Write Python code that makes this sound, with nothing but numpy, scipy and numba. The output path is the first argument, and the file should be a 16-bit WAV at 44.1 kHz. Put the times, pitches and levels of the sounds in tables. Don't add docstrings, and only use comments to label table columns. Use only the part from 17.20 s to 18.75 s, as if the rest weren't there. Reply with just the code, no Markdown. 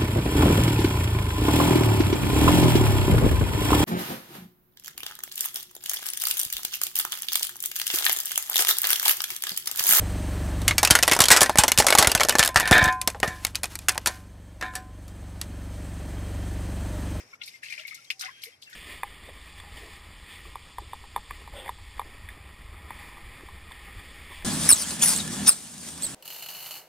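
import sys
import numpy as np
from scipy import signal
from scipy.fft import rfft, irfft
from scipy.io import wavfile
from scipy.ndimage import map_coordinates
from numba import njit

SR = 44100
rng = np.random.default_rng(int(sys.argv[2]) if len(sys.argv) > 2 else 0)


def invert_db(level):
    return 10 ** (np.asarray(level, dtype=float) / 20)


def generate_wav(sig):
    pcm = np.round(np.clip(np.atleast_2d(sig).T, -1, 1) * 32767).astype(np.int16)
    wavfile.write(sys.argv[1], SR, pcm)


N = 68355
GLIDE = 0.022


def curve(table, hz, column=1):
    rows = np.array(table, float)
    return np.interp(np.log(np.maximum(hz, 1)), np.log(rows[:, 0]), rows[:, column])


def level(x, db):
    return x * invert_db(db) / np.sqrt(np.mean(x ** 2))


@njit
def ring(start, hz, t60, rise, glide, size, count, sr):
    out = np.zeros(count)
    for k in range(len(start)):
        first, length = int(start[k] * sr) + 1, int(t60[k] * sr)
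        for i in range(max(first, 0), min(first + length, count)):
            t = i / sr - start[k]
            swell = 1 - np.exp(-t / rise[k])
            decay = np.exp(-6.9 * t / t60[k])
            phase = 6.2832 * hz[k] * t * (1 + glide * t / t60[k])
            out[i] += size[k] * swell * decay * np.sin(phase)
    return out


def bubbles(start, hz, t60, db, rise, glide):
    pan_scatter_db, lag_scatter_s = 3, .00002
    lag, pan = rng.standard_normal((len(start), 2)).T
    hz, rise = np.clip(hz, 50, .4 * SR), rise + 0 * start
    ports = []
    for side in (1, -1):
        heard = start + side * lag_scatter_s * lag
        size = invert_db(db + side * pan_scatter_db * pan)
        ports.append(ring(heard, hz, t60, rise, glide, size, N, 1. * SR))
    return np.array(ports)


def burst(rows, scatter_db, rise_s, count):
    rows = np.array(rows, float)
    u, colour, e = rng.random((len(rows), 3, count)).transpose(1, 0, 2)
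    t60 = np.abs(rows[:, 3:4])
    late = t60 * 0.66 * ((np.arange(count) + u) / count) ** 1.1
    swell_db = 20 * np.log10(1 - .9 * np.exp(-late / rise_s))
    scatter = scatter_db * np.log(np.maximum(e, 1 / 20))
    db = rows[:, 1:2] + swell_db - 60 * late / t60 - scatter
    return rows, rows[:, :1] + late, colour, db


def air():
    # (frequency [Hz], density [dB per Hz])
    rumble_colour = [(25, -1), (60, -17.5), (130, -5.5), (450, -6.5), (1000, -11), (2200, -12), (7000, -64),
                     (14000, -58)]
    same_hz = 1300
    drone_hz, drone_width_hz = 117, 46.5
    hz = np.arange(N // 2 + 1) * SR / N
    mid, side, drone = rfft(rng.standard_normal((3, N)))
    side = side * np.clip(0.19 + hz / same_hz, 0, 1)
    both = np.array([mid + side, mid - side])
    wash = level(irfft(invert_db(curve(rumble_colour, hz)) * both, N), -68.5)
    wash = wash * invert_db(12 * np.exp(-np.arange(N) / SR / 0.14))
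    drone = drone * np.exp(-((hz - drone_hz) / drone_width_hz) ** 2)
    return wash + level(irfft(drone, N), -75)


def insect():
    # (time [s], length [s], level [dB])
    trills = [
        (0.864, 0.041, -55),
        (1.103, 0.13, -55.5),
        (1.316, 0.041, -56),
    ]
    trill_hz, edge_s, port_phase, waver_db = 3235, 0.012, 2.06, 1
    t = np.arange(N) / SR
    on = np.zeros(N)
    for start, length, db in trills:
        edges = np.minimum(t - start, start + length - t) / edge_s
        on += invert_db(db) * np.clip(edges, 0, 1)
    steps = np.arange(0, 2, .03)
    waver = np.interp(t, steps, rng.standard_normal(len(steps)))
    tone = np.sin(2 * np.pi * trill_hz * t + np.array([[0], [port_phase]]))
    return on * invert_db(waver_db * waver) * tone


def churn(count=28000):
    # (time [s], level [dB], treble tilt [dB])
    motion = [(0, -48, 0.5), (0.048, -67, 9), (0.156, -65, 10), (.175, -89.5, 22), (0.212, -54, -10),
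              (.25, -57, 3), (.36, -56.5, 5), (0.414, -72, 6.5), (0.434, -45.5, -1.5), (.61, -47, -4),
              (0.642, -52.5, -5.5), (0.777, -55.5, 1.5), (0.971, -71.5, 13), (1.031, -45.5, -1.5),
              (1.14, -60.5, 2.5), (1.288, -56, 3.5), (1.386, -71, 5.5), (1.55, -55, 2.5)]
    # (frequency [Hz], level [dB])
    fizz_colour = [(700, -58), (1500, -15.5), (2150, 0.5), (3000, -7), (4300, -11.5), (5300, -5.5),
                   (7500, -14.5), (13000, -21.5)]
    cycles, gain_db, scatter_db = 22.7, 8.5, 1.5
    patch_db, patch_s, treble_ring = 3, 0.09, 0.95
    u, colour, e = rng.random((count, 3)).T
    colour = np.sqrt(colour)
    start, hz = u * N / SR, 700 * (14500 / 700) ** colour
    at, motion_db, bright_db = np.array(motion, float).T
    tilt = np.interp(start, at, bright_db) * np.clip(np.log2(hz / 3000) * 1.2, 0, 1)
    patch_map = rng.standard_normal((80, 30))
    patch = map_coordinates(patch_map, [start / patch_s, colour * 24], order=1, mode="mirror")
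    db = np.interp(start, at, motion_db) + tilt
    db = db + curve(fizz_colour, hz) + 7.4 * np.log10(hz / 2200)
    db = db - scatter_db * np.log(np.maximum(e, 1 / 100))
    db = db + patch_db * patch + gain_db - 10 * np.log10(4 * colour)
    t60 = cycles / hz * np.maximum(hz / 2200, 1) ** treble_ring
    return bubbles(start, hz, t60, db, t60 / 6, GLIDE)


def sprays():
    # (time [s], peak level [dB], top band against low [dB], t60 [s])
    showers = [(.216, -48.5, -5, 0.14), (.233, -35, -18.5, 0.074), (.256, -48.5, 12, 0.15),
               (.276, -39.5, -7, 0.075), (.431, -48, 3.5, 0.16), (.499, -42.5, -2, 0.068),
               (.520, -41.5, -3, 0.094), (.580, -46, -2.5, 0.25), (.669, -55, 22.5, 0.14),
               (.681, -43.5, -6, 0.13), (.744, -42.5, 10, 0.056), (.842, -50.5, 1, 0.062),
               (.902, -35, 1, 0.067), (.993, -36.5, 3.5, 0.085), (1.008, -35.5, 5.5, 0.099),
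               (1.047, -38.5, -13, 0.094), (1.216, -42.5, -3, 0.17), (1.235, -47, 17.5, 0.11),
               (1.417, -50.5, 6, 0.16), (1.496, -62, 22.5, 0.066), (1.528, -44.5, -9, 0.033)]
    cycles, gain_db, low_hz, top_hz = 25.05, 8, 3414, 16450
    peak_hz, peak_db, peak_width = 5150, 5, .1
    rows, start, colour, db = burst(showers, scatter_db=2.5, rise_s=0.0046, count=300)
    hz = low_hz * (top_hz / low_hz) ** colour
    peak = peak_db * np.exp(-(np.log(hz / peak_hz) / peak_width) ** 2)
    db = db + rows[:, 2:3] * colour + peak
    hz = hz.ravel()
    return bubbles(start.ravel(), hz, cycles / hz, db.ravel() + gain_db, 3.6 / hz, GLIDE)


def drips():
    # (time [s], peak level [dB], frequency [Hz], length [s])
    plops = [(0.13, -52.5, 1380, 0.011), (.125, -56.5, 1068, 0.018), (.135, -64, 2740, 0.022),
             (.131, -41, 2220, 0.017), (0.151, -52, 1326, 0.0083), (0.202, -55.5, 1410, 0.035),
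             (0.337, -43.5, 2107, 0.028), (0.578, -57.5, 603, 0.046), (0.589, -50, 1390, 0.014),
             (0.717, -51, 1260, 0.015), (0.777, -59.5, 1360, 0.027), (1.033, -43.5, 1448, 0.019),
             (1.038, -50, 742, 0.039), (1.074, -53.5, 1038, 0.039), (1.082, -39, 1038, 0.0134),
             (.92, -68, 759, 0.12), (1.086, -60, 1860, 0.013), (1.107, -50, 1590, 0.014),
             (1.165, -58, 1600, 0.04), (1.265, -52.5, 438, 0.03), (1.465, -47.5, 2720, 0.028),
             (1.524, -52, 1482, 0.019)]
    lag_s, left_db, waver_db, waver_s = .00016, 2.5, 2.5, .006
    glide, roundness = 0.012, 0.41
    t = np.arange(N) / SR
    start, db, hz, length = np.array(plops, float).T[:, :, None]
    pan_db = left_db + rng.standard_normal((len(plops), 1))
    steps = rng.standard_normal((len(plops), 400))
    waver = np.array([np.interp(t / waver_s, np.arange(400), row) for row in steps])
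    waver = invert_db(waver_db * waver)
    ports = []
    for side in (1, -1):
        part = np.clip((t - start - side * lag_s / 2) / length, 0, 1)
        swell = waver * invert_db(db + side * pan_db) * np.abs(np.sin(np.pi * part)) ** roundness
        rising = 1 + glide * (1000 / hz) ** 2 * part
        ports.append(np.sum(swell * np.sin(2 * np.pi * hz * length * part * rising), axis=0))
    return np.array(ports)


def smacks():
    # (time [s], level [dB], frequency [Hz])
    hits = [(0.2375, -36, 4230), (0.68, -25.5, 2500), (0.68, -29, 3940), (.6825, -26, 4860),
            (0.7442, -29, 6170), (0.9061, -9, 2520), (0.903, -11.5, 5200), (0.9954, -26, 5200),
            (1.0109, -12, 5300), (1.0156, -17, 5400), (1.0482, -17.5, 5300), (1.2382, -13, 12170),
            (1.4252, -28, 4000)]
    cycles, gain_db = 9.4, 6.5
    start, db, hz = np.array(hits, float).T
    return bubbles(start, hz, cycles / hz, db + gain_db, 2 / hz, GLIDE)


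def plinks():
    # (time [s], peak level [dB], frequency [Hz], t60 [s], left minus right [dB])
    loudest = [(0.2157, -33.5, 3402, 0.025, 9.9), (0.2185, -33, 2734, 0.031, 19.5),
               (0.2172, -38, 2160, 0.046, 27), (0.2377, -32, 4190, 0.012, 16),
               (0.2766, -42, 2234, 0.032, 9), (0.2776, -43, 2310, 0.032, -13),
               (0.4333, -30, 2006, 0.012, 17.2), (0.4314, -39.5, 2690, 0.068, 21),
               (0.4569, -43, 2400, 0.019, 1.0), (0.4686, -29, 2260, 0.011, 9.9),
               (0.4858, -32.5, 2600, 0.016, 12), (0.5036, -35, 2185, 0.038, 21),
               (0.525, -21, 2377, 0.015, 13), (0.533, -39, 2330, 0.0078, 16), (0.535, -40, 2750, 0.03, 18),
               (0.538, -33, 2090, 0.019, 4), (0.5795, -29, 2404, 0.022, 25), (0.594, -38.5, 2913, 0.033, 1),
               (0.599, -29, 2906, 0.01, 14), (0.6053, -33, 2740, 0.007, 13.3),
               (0.6527, -28.5, 2207, 0.026, 19.3), (0.6833, -28.5, 2170, 0.012, 24.8),
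               (0.7096, -38, 2123, 0.033, 35), (0.7186, -38.4, 2153, 0.007, 25.7),
               (0.7236, -34, 2160, 0.017, 26), (0.7335, -28, 2180, 0.012, 23),
               (0.904, -14.5, 2280, 0.012, 5), (0.905, -27.5, 4134, 0.0065, 16.6),
               (0.9043, -27, 3440, 0.023, 20), (1.0126, -31.5, 2497, 0.0094, 22),
               (1.0154, -46, 3570, 0.0062, 2.8), (1.026, -39, 2610, 0.034, 15),
               (1.0339, -42, 1960, 0.022, 15), (1.0373, -35, 3150, 0.024, -3),
               (1.0418, -32.5, 3560, 0.013, 15.0), (1.0418, -44, 2320, 0.019, 23.0),
               (1.0582, -42, 1956, 0.064, 25), (1.0927, -32.5, 1981, 0.019, 18),
               (1.2359, -37, 3070, 0.021, 19), (1.2399, -28, 4005, 0.0083, 39.7)]
    gain_db, rise_s, right_lag_s = 5.5, 0.001497, .00005
    start, db, hz, t60, pan_db = np.array(loudest, float).T
    left = 1 / (1 + invert_db(-2 * pan_db))
    ports = []
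    for part, late in ((left, 0), (1 - left, right_lag_s)):
        size = invert_db(db + gain_db) * np.sqrt(2 * part)
        heard = start - rise_s + late
        ports.append(ring(heard, hz, np.abs(t60), rise_s + 0 * hz, 0., size, N, 1. * SR))
    return np.array(ports)


def slaps():
    # (time [s], peak level [dB], bubble frequency [Hz], t60 [s], size
    tail_slaps = [(.214, -36.5, 2690, 0.057, 0.29), (.234, -42, 3900, .03, 0.2),
                  (.277, -45, 2330, 0.071, 0.1), (.429, -43, 2060, 0.097, 0.14),
                  (.459, -43, 2490, .06, 0.06), (.483, -40, 2850, 0.056, 0.24), (.499, -45, 2360, 0.092, 0),
                  (.5235, -34, 2310, 0.073, 0.21), (.579, -40, 2260, 0.032, 0.23),
                  (.592, -38, 2960, 0.093, 0.22), (.652, -42.5, 2147, 0.06, 0),
                  (.680, -39.5, 2370, 0.033, 0.1), (.706, -43, 2170, 0.25, 0.02),
                  (.813, -61, 2140, 0.28, 0), (.9032, -27.5, 2530, 0.05, 0.24),
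                  (1.009, -40.5, 2750, 0.042, 0.13), (1.022, -41, 2720, 0.22, 0.2),
                  (1.056, -34.5, 2060, 0.085, 0.22), (1.234, -34.5, 2880, 0.033, 0.4),
                  (1.252, -46, 2080, .15, .06), (1.421, -42, 3890, .11, 0.22),
                  (1.526, -46.5, 1817, 0.11, 0.05),
                  (.424, -44, 1750, 0.05, 0),
        (1.005, -44.5, 1420, 0.033, 0.05),
        (1.022, -36, 1490, 0.21, 0.29),
        (1.074, -46, 1570, 0.17, 0.15),
        (1.472, -53, 1670, 0.29, 0.07),
    ]
    gain_db = 18.5
    rows, start, colour, db = burst(tail_slaps, scatter_db=1.5, rise_s=0.0037, count=30)
    spread = np.clip(rows[:, 4:5], .01, 1)
    hz = rows[:, 2:3] * np.exp(spread * 2 * (colour - .4))
    cycles = 20.3 * (0.043 / spread) ** 0.43
    t60 = (cycles / hz).ravel()
    return bubbles(start.ravel(), hz.ravel(), t60, db.ravel() + gain_db, t60 / 6, GLIDE)


def scene():
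    # (frequency [Hz], left minus right [dB])
    port_balance = [(400, 0), (1300, 0), (2200, 8), (3100, 4), (4300, 10), (5600, 2), (8000, -1),
                    (9500, -5)]
    bank_t60_s, bank_db, left_lag_s, water_low_hz = .09, -12, 0.0003526, 300
    water = slaps() + sprays() + churn() + smacks()
    t = np.arange(int(.2 * SR)) / SR
    tail = rng.standard_normal((2, len(t))) * invert_db(-60 * t / bank_t60_s) * (t > .002)
    tail = tail * invert_db(bank_db) / np.sqrt(np.sum(tail ** 2, axis=1, keepdims=True))
    water = water + signal.fftconvolve(water, tail, axes=1)[:, :N]
    hz = np.arange(N // 2 + 1) * SR / N
    ports = []
    for side in (1, -1):
        lag = np.exp(-1j * np.pi * side * hz * left_lag_s)
        ports.append(invert_db(side * curve(port_balance, hz) / 2) * lag)
    low_cut = hz ** 2 / (hz ** 2 + water_low_hz ** 2)
    water = irfft(rfft(water) * np.array(ports) * low_cut, N)
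    return water + plinks() + drips() + air() + insect()


def low_pass(x):
    return signal.sosfilt(signal.butter(12, 15900, fs=SR, output="sos"), x)


def record(dry):
    dry = signal.sosfilt(signal.butter(2, 45, "high", fs=SR, output="sos"), dry)
    mix = signal.sosfilt(signal.butter(6, 13400, fs=SR, output="sos"), dry)
    return low_pass(mix)


dry = scene()
out = record(dry)
generate_wav(out)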